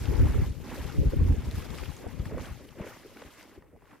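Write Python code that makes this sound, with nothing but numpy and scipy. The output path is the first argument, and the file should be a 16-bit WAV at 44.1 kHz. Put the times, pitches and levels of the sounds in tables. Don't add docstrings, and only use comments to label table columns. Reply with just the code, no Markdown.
import sys
import numpy as np
from scipy import signal
from scipy.io import wavfile

SR = 44100
rng = np.random.default_rng(int(sys.argv[2]) if len(sys.argv) > 2 else 0)


def persist_wave(psi):
    counts = np.round(np.clip(psi, -1, 1) * 32767).astype(np.int16)
    wavfile.write(sys.argv[1], SR, np.atleast_2d(counts).T)


def gain_from_decibels(decibels):
    exponent = np.asarray(decibels, float) / 20
    return 10 ** exponent


N = 176400


def rms_one(x):
    return x / np.sqrt(np.mean(x ** 2) + 1e-20)


def in_time(rows):
    start_s, *columns = np.transpose(rows)
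    return np.array([np.interp(np.arange(N) / SR, start_s, column) for column in columns])


def at_hz(points, hz):
    table_hz, values = np.transpose(points)
    return np.interp(np.log(hz), np.log(table_hz), values)


def drift(rate_hz):
    r = np.exp(-2 * np.pi * rate_hz * 40 / SR)
    noise = rng.standard_normal(N // 40 + 2002)
    slow = signal.lfilter([1], [1, -2 * r, r * r], noise)[2000:]
    return np.interp(np.arange(N) / 40, np.arange(len(slow)), rms_one(slow))


def ring(clicks, hz, cycles):
    r = gain_from_decibels(-60 * hz / (cycles * SR))
    w = 2 * np.pi * hz / SR
    return signal.lfilter([0, np.sin(w)], [1, -2 * r * np.cos(w), r * r], clicks + 1e-18)


def band_noise(low_hz, high_hz, order):
    sos = signal.butter(order, [low_hz, high_hz], "band", fs=SR, output="sos")
    return rms_one(signal.sosfilt(sos, rng.standard_normal((2, N))))


def bands(spectrum, patchy_db, shared, alike=None):
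    # pitch_hz, likeness [no unit]
    likeness = [(300, 1), (640, 0.41), (1410, 1), (3100, 0.88), (6810, -0.26), (15000, -0.089)]
    out, together = 0, drift(23)
    first_hz, last_hz = spectrum[0][0], spectrum[-1][0]
    edges = first_hz * 2 ** np.arange(0, np.log2(last_hz / first_hz) + .1, 1 / 3)
    white = rng.standard_normal((2, 2, N))
    for k, (low, high) in enumerate(zip(edges, edges[1:])):
        sos = signal.butter(2, [low, high], "band", fs=SR, output="sos")
        mid, side = signal.sosfilt(sos, white[k % 2])
        hz = np.sqrt(low * high)
        c = np.clip(at_hz(likeness, hz) if alike is None else alike, -1, 1)
        gain = gain_from_decibels(at_hz(spectrum, hz) + patchy_db * (shared * together + drift(30)))
        out = out + gain * (np.sqrt(1 + c) * mid + np.sqrt(1 - c) * side * [[1], [-1]])
    return rms_one(out)


def grains(per_s, low_hz, high_hz, cycles, uneven_db, wide, tilt, count=16):
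    sizes = gain_from_decibels(uneven_db * np.minimum(rng.exponential(1, N), 4)) * rng.choice([-1, 1], N)
    clumped_per_s = per_s * gain_from_decibels(3.0 * drift(35))
    born = sizes * (rng.random(N) < clumped_per_s / SR)
    born = born * (1 + wide * rng.uniform(-1, 1, N) * [[1], [-1]])
    dealt = rng.integers(0, count, N)
    out = 0
    for k, hz in enumerate(np.geomspace(low_hz, high_hz, count)):
        out = out + (low_hz / hz) ** tilt * ring(born * (dealt == k), hz, cycles)
    return rms_one(out)


def edge_flutter():
    # start_s, level_db
    edge_table = [(0, -48.5), (.07, -43.5), (.16, -33.5), (.3, -45.5), (.38, -37), (.5, -64), (.7, -60),
                  (.96, -45), (1.015, -31.5), (1.115, -54), (1.135, -25), (1.16, -44.5), (1.37, -41),
                  (1.4, -64), (1.66, -43.5), (1.96, -55), (2.04, -41), (2.12, -66), (2.25, -66)]
    left_db = -11.5
    air = band_noise(284, 517, order=4)
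    return gain_from_decibels(in_time(edge_table) + 3.5 * drift(40) + [[left_db], [0]]) * air


def buffets():
    # peak_s, left_level_db, right_level_db, length_s (half height half a length after the peak)
    buffet_table = [(0.02, -28, -26, 0.035), (0.096, -17, -21, 0.032), (0.152, -17, -40, 0.024),
                    (0.191, -14, -24, 0.022), (0.207, -13, -11, 0.03), (0.228, -17, -15, 0.022),
                    (0.246, -13, -16, 0.035), (0.299, -21, -18, 0.035), (0.35, -27, -18, 0.015),
                    (0.367, -22, -15, 0.012), (0.394, -14, -21, 0.024), (0.426, -18, -19, 0.026),
                    (0.475, -26, -27, 0.03), (0.507, -28, -27, 0.025), (0.804, -30, -30, 0.03),
                    (0.852, -23, -36, 0.02), (0.99, -12, -18, 0.032), (1.02, -18, -24, 0.016),
                    (1.068, -14, -14, 0.04), (1.135, -22, -36, 0.02), (1.169, -16, -20, 0.018),
                    (1.197, -14, -19, 0.02), (1.221, -12, -13, 0.035), (1.252, -19, -19, 0.03),
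                    (1.274, -24, -21, 0.018), (1.303, -15, -13, 0.035), (1.328, -21, -19, 0.03),
                    (1.384, -19, -31, 0.024), (1.482, -24, -26, 0.031), (1.545, -27, -28, 0.019),
                    (1.584, -24, -27, 0.026), (1.712, -29, -56, 0.037), (1.822, -26, -60, 0.026),
                    (1.894, -27, -46, 0.04), (2.203, -21, -25, 0.022), (2.357, -33, -30, 0.028),
                    (2.517, -30, -34, 0.024), (2.81, -33, -37, 0.02), (3.26, -45, -48, 0.03),
                    (3.583, -44, -50, 0.024), (3.75, -49, -50, 0.03)]
    opposed_s = [0.207, 0.228, 0.35, 0.367, 0.426, 0.99, 1.169]
    middle_hz = 72
    sag = 0.7
    unlike = 0.2
    sudden = 1.7
    spike = 0.23
    t = np.arange(N) / SR
    swings, push = np.zeros((2, N)), np.zeros((2, N))
    chance = rng.random((len(buffet_table), 4))
    for (s, left_db, right_db, length), draw in zip(buffet_table, chance):
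        near = slice(max(int((s - .1) * SR), 0), int((s + .1) * SR))
        since = t[near] - s
        steep = np.where(t[near] < s, sudden, 1)
        shape = gain_from_decibels([[left_db], [right_db]]) * np.exp(-np.log(16) * (since / length * steep) ** 2)
        hz = middle_hz * (.85 + .2 * (draw[0] + draw[:2, None]))
        cycles = hz * since * (1 - sag * since / length / 2)
        push_or_pull = np.round(draw[2]) / 2
        right_shift = unlike * (draw[3] - .5) + (s in opposed_s) / 2
        turn = 2 * np.pi * (cycles + push_or_pull + right_shift * np.array([[0], [1]]))
        swings[:, near] += shape * (np.cos(turn) + spike * np.sin(2 * turn))
        push[:, near] += shape
    return swings, push


def wind():
    # start_s, left_level_db, right_level_db
    breeze_table = [(0, -45, -45), (.06, -32, -60), (.11, -30, -34), (.17, -34, -55), (.22, -31, -33),
                    (.45, -33, -36), (.55, -40, -60), (.6, -36, -60), (.66, -52, -40), (.85, -36, -42),
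                    (.9, -33, -52), (.96, -35, -62), (1.0, -30, -32), (1.11, -38, -60), (1.2, -29, -32),
                    (1.29, -38, -36), (1.45, -39, -38), (1.6, -43, -43), (1.66, -39, -65), (1.97, -46, -80),
                    (2.15, -33, -54), (2.22, -37, -43), (2.38, -44, -36), (2.52, -46, -48), (2.6, -47, -70),
                    (2.92, -54, -75), (3, -58, -59), (3.36, -68, -62), (3.76, -60, -67), (4, -62, -78)]
    # pitch_hz, relative_level_db [dB per Hz]
    rumble_colour = [(22, -6), (35, -12), (50, 1.5), (68, -2.5), (110, 1.5), (200, -11), (300, -7.5)]
    swings, push = buffets()
    lumps_db = 2.2 * np.array([drift(30), drift(30)])
    breeze = gain_from_decibels(in_time(breeze_table) + lumps_db)
    rumble = (breeze + 0.2 * push) * bands(rumble_colour, patchy_db=1.0, shared=0.3, alike=0.047)
    flutter_db = [[-17], [-18.5]]
    flutter = gain_from_decibels(flutter_db) * (breeze + 0.57 * push) * band_noise(158, 388, order=3)
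    return swings + rumble + flutter


def smacks():
    # start_s, peak_level_db, pitch_hz
    smack_table = [(0.0548, -34, 3100), (0.209, -32, 1510), (0.257, -32.5, 1300), (0.308, -40.5, 7600),
                   (0.714, -36, 990), (1.122, -44, 2120), (1.323, -45, 1880), (1.511, -37.5, 4200),
                   (1.5936, -37, 2180), (1.704, -35, 3570), (1.7842, -31.5, 2070), (1.834, -35, 2200),
                   (1.856, -41, 2250), (1.9653, -40.5, 7000), (2.195, -42, 2900), (2.2542, -37, 1600),
                   (2.3808, -32.5, 1270), (2.455, -42, 3300), (2.6868, -44, 3050), (2.8729, -37.5, 1940),
                   (3.1699, -39, 1890), (3.219, -35.5, 1550), (3.237, -42, 2640), (3.395, -44.5, 2730),
                   (3.409, -42, 2100), (3.4271, -45, 4830), (3.622, -44.5, 1090), (3.821, -50, 870),
                   (3.855, -52, 1430), (3.9095, -48, 2090)]
    attack_s, spatter_share, spatter_s = 0.0012, 0.55, 0.01
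    out, t = np.zeros(N + SR), np.arange(SR // 10) / SR
    for s, db, hz in smack_table:
        impact = t / attack_s * np.exp(1 - t / attack_s)
        droplets = rng.exponential(.5, len(t) // 45).repeat(45)
        spatter = spatter_share * np.exp(-t / spatter_s) * droplets
        burst = rng.standard_normal(len(t)) * (impact + spatter)
        hit = ring(burst, hz, cycles=4.5)
        out[int(s * SR):][:len(t)] += gain_from_decibels(db) * hit / abs(hit).max()
    return out[:N]


def glugs():
    # start_s, level_db (before swell and decay), pitch_hz (at the start)
    glug_table = [(1.368, -32, 600), (1.653, -29, 580), (2.042, -26, 514), (2.066, -25, 660),
                  (2.322, -26, 457), (2.345, -39, 243), (2.373, -19, 474), (2.385, -28, 514),
                  (2.798, -22, 557), (2.803, -24.5, 180), (2.866, -26.5, 477), (2.908, -33, 466),
                  (3.058, -30, 374), (3.221, -30, 473), (3.577, -31.5, 342), (3.735, -43, 503),
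                  (3.762, -40, 694)]
    swell_s = 0.0023
    cycles = 4.73
    rise = 0.1
    out, t = np.zeros(N + SR), np.arange(SR // 10) / SR
    for s, db, hz in glug_table:
        age = t * hz / cycles
        shape = (1 - np.exp(-t / swell_s)) * gain_from_decibels(-30 * age)
        tone = np.sin(2 * np.pi * hz * t * (1 + rise * age))
        out[int(s * SR):][:len(t)] += gain_from_decibels(db) * shape * tone
    return out[:N]


def gurgling():
    # start_s, level_db
    gurgle_table = [(0, -56), (.25, -48), (.58, -56), (.72, -41), (1.0, -63), (1.5, -50), (1.95, -60.5),
                    (2.05, -54.5), (2.2, -51.5), (2.29, -51), (2.33, -35), (2.39, -40), (2.42, -46),
                    (2.55, -59), (2.65, -52.5), (2.74, -62.5), (2.8, -43.5), (2.84, -45.5), (2.92, -57.5),
                    (3.0, -55), (3.15, -54.5), (3.23, -51.5), (3.33, -61.5), (3.5, -52.5), (3.67, -70),
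                    (3.75, -53), (3.81, -75), (3.92, -56.5), (4, -70)]
    pops = grains(300, 227.6, 610, cycles=14.4, uneven_db=2.0, wide=0.36, tilt=-0.46)
    dull = signal.sosfilt(signal.butter(3, [150, 720], "band", fs=SR, output="sos"), pops)
    return gain_from_decibels(in_time(gurgle_table)) * rms_one(dull)


def splashing():
    # start_s, splash_relative_level_db, spray_level_db (against the splash)
    surge_table = [(0, -50.5, -1.5), (.2, -43.5, -9.5), (.3, -44, -8.5), (.44, -48.5, -6), (.5, -57, -1),
                   (.58, -61.5, -1), (.71, -44, -9.5), (.8, -47.5, -5.5), (.92, -47.5, -7),
                   (1.02, -56, 0.5), (1.12, -50.5, -7), (1.25, -52.5, -4.5), (1.45, -51, -5.5),
                   (1.6, -49.5, -2), (1.68, -51, -5.5), (1.78, -47, -5.5), (1.85, -50.5, -3.5),
                   (1.96, -54.5, -2.5), (2.05, -50, -10), (2.2, -56.5, -4), (2.26, -54.5, -3.5),
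                   (2.35, -51.5, -12), (2.385, -46, -12), (2.42, -50, -2), (2.47, -47.5, -8.5),
                   (2.55, -55.5, -5), (2.75, -61.5, -3.5), (2.81, -49.5, -12.5), (2.88, -48.5, -7),
                   (2.95, -54.5, -5), (3.1, -61, -2.5), (3.22, -54, -5.5), (3.31, -57, -3.5),
                   (3.41, -56, -3), (3.46, -61.5, -3), (3.55, -60, -5), (3.61, -66.5, -12.5),
                   (3.74, -71, -17), (3.85, -66.5, -9.5), (3.93, -56, -13.5), (4, -69.5, -6)]
    # pitch_hz, relative_level_db [dB per Hz]
    splash_colour = [(450, -53), (650, 2.5), (900, -5.5), (1400, -5), (2200, -1.5), (2900, -17),
                     (4500, -31)]
    # pitch_hz, relative_level_db [dB per Hz]
    spray_colour = [(1800, -5), (2800, 7.5), (3800, 0.5), (5200, 2.5), (6300, 1.5), (7400, 0.5), (8500, -3),
                    (11500, -3), (15500, 4)]
    splash_db, spray_db = in_time(surge_table)
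    drops = grains(600, 785, 2715, cycles=28.0, uneven_db=3.0, wide=0.65, tilt=0.46, count=30)
    rush = bands(splash_colour, patchy_db=0.67, shared=1.5) + gain_from_decibels(1.5) * drops
    droplets = grains(700, 2930, 12440, cycles=19.0, uneven_db=2.0, wide=1.0, tilt=0.17, count=24)
    spray = bands(spray_colour, patchy_db=1.92, shared=0.68) + gain_from_decibels(-5.0) * droplets
    spray_side_db = np.array([[0.3], [-0.3]])
    return gain_from_decibels(splash_db - 5.0) * rush + gain_from_decibels(splash_db + spray_db + spray_side_db) * spray


def scene():
    water = (splashing() + smacks() + glugs()) * gain_from_decibels([[.4], [-.4]])
    return water + gurgling() + wind() + edge_flutter()


def band_limit(x):
    return signal.sosfilt(signal.butter(12, 15590, fs=SR, output="sos"), x)


def record(dry):
    rounded = .31 * np.tanh(dry / .31)
    high_pass = signal.butter(2, 6300, "high", fs=SR, output="sos")
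    hiss = signal.sosfilt(high_pass, rng.standard_normal((2, N)))
    mix = rounded + gain_from_decibels(-74.5) * hiss
    return band_limit(mix)


dry = scene()
out = record(dry)
persist_wave(out)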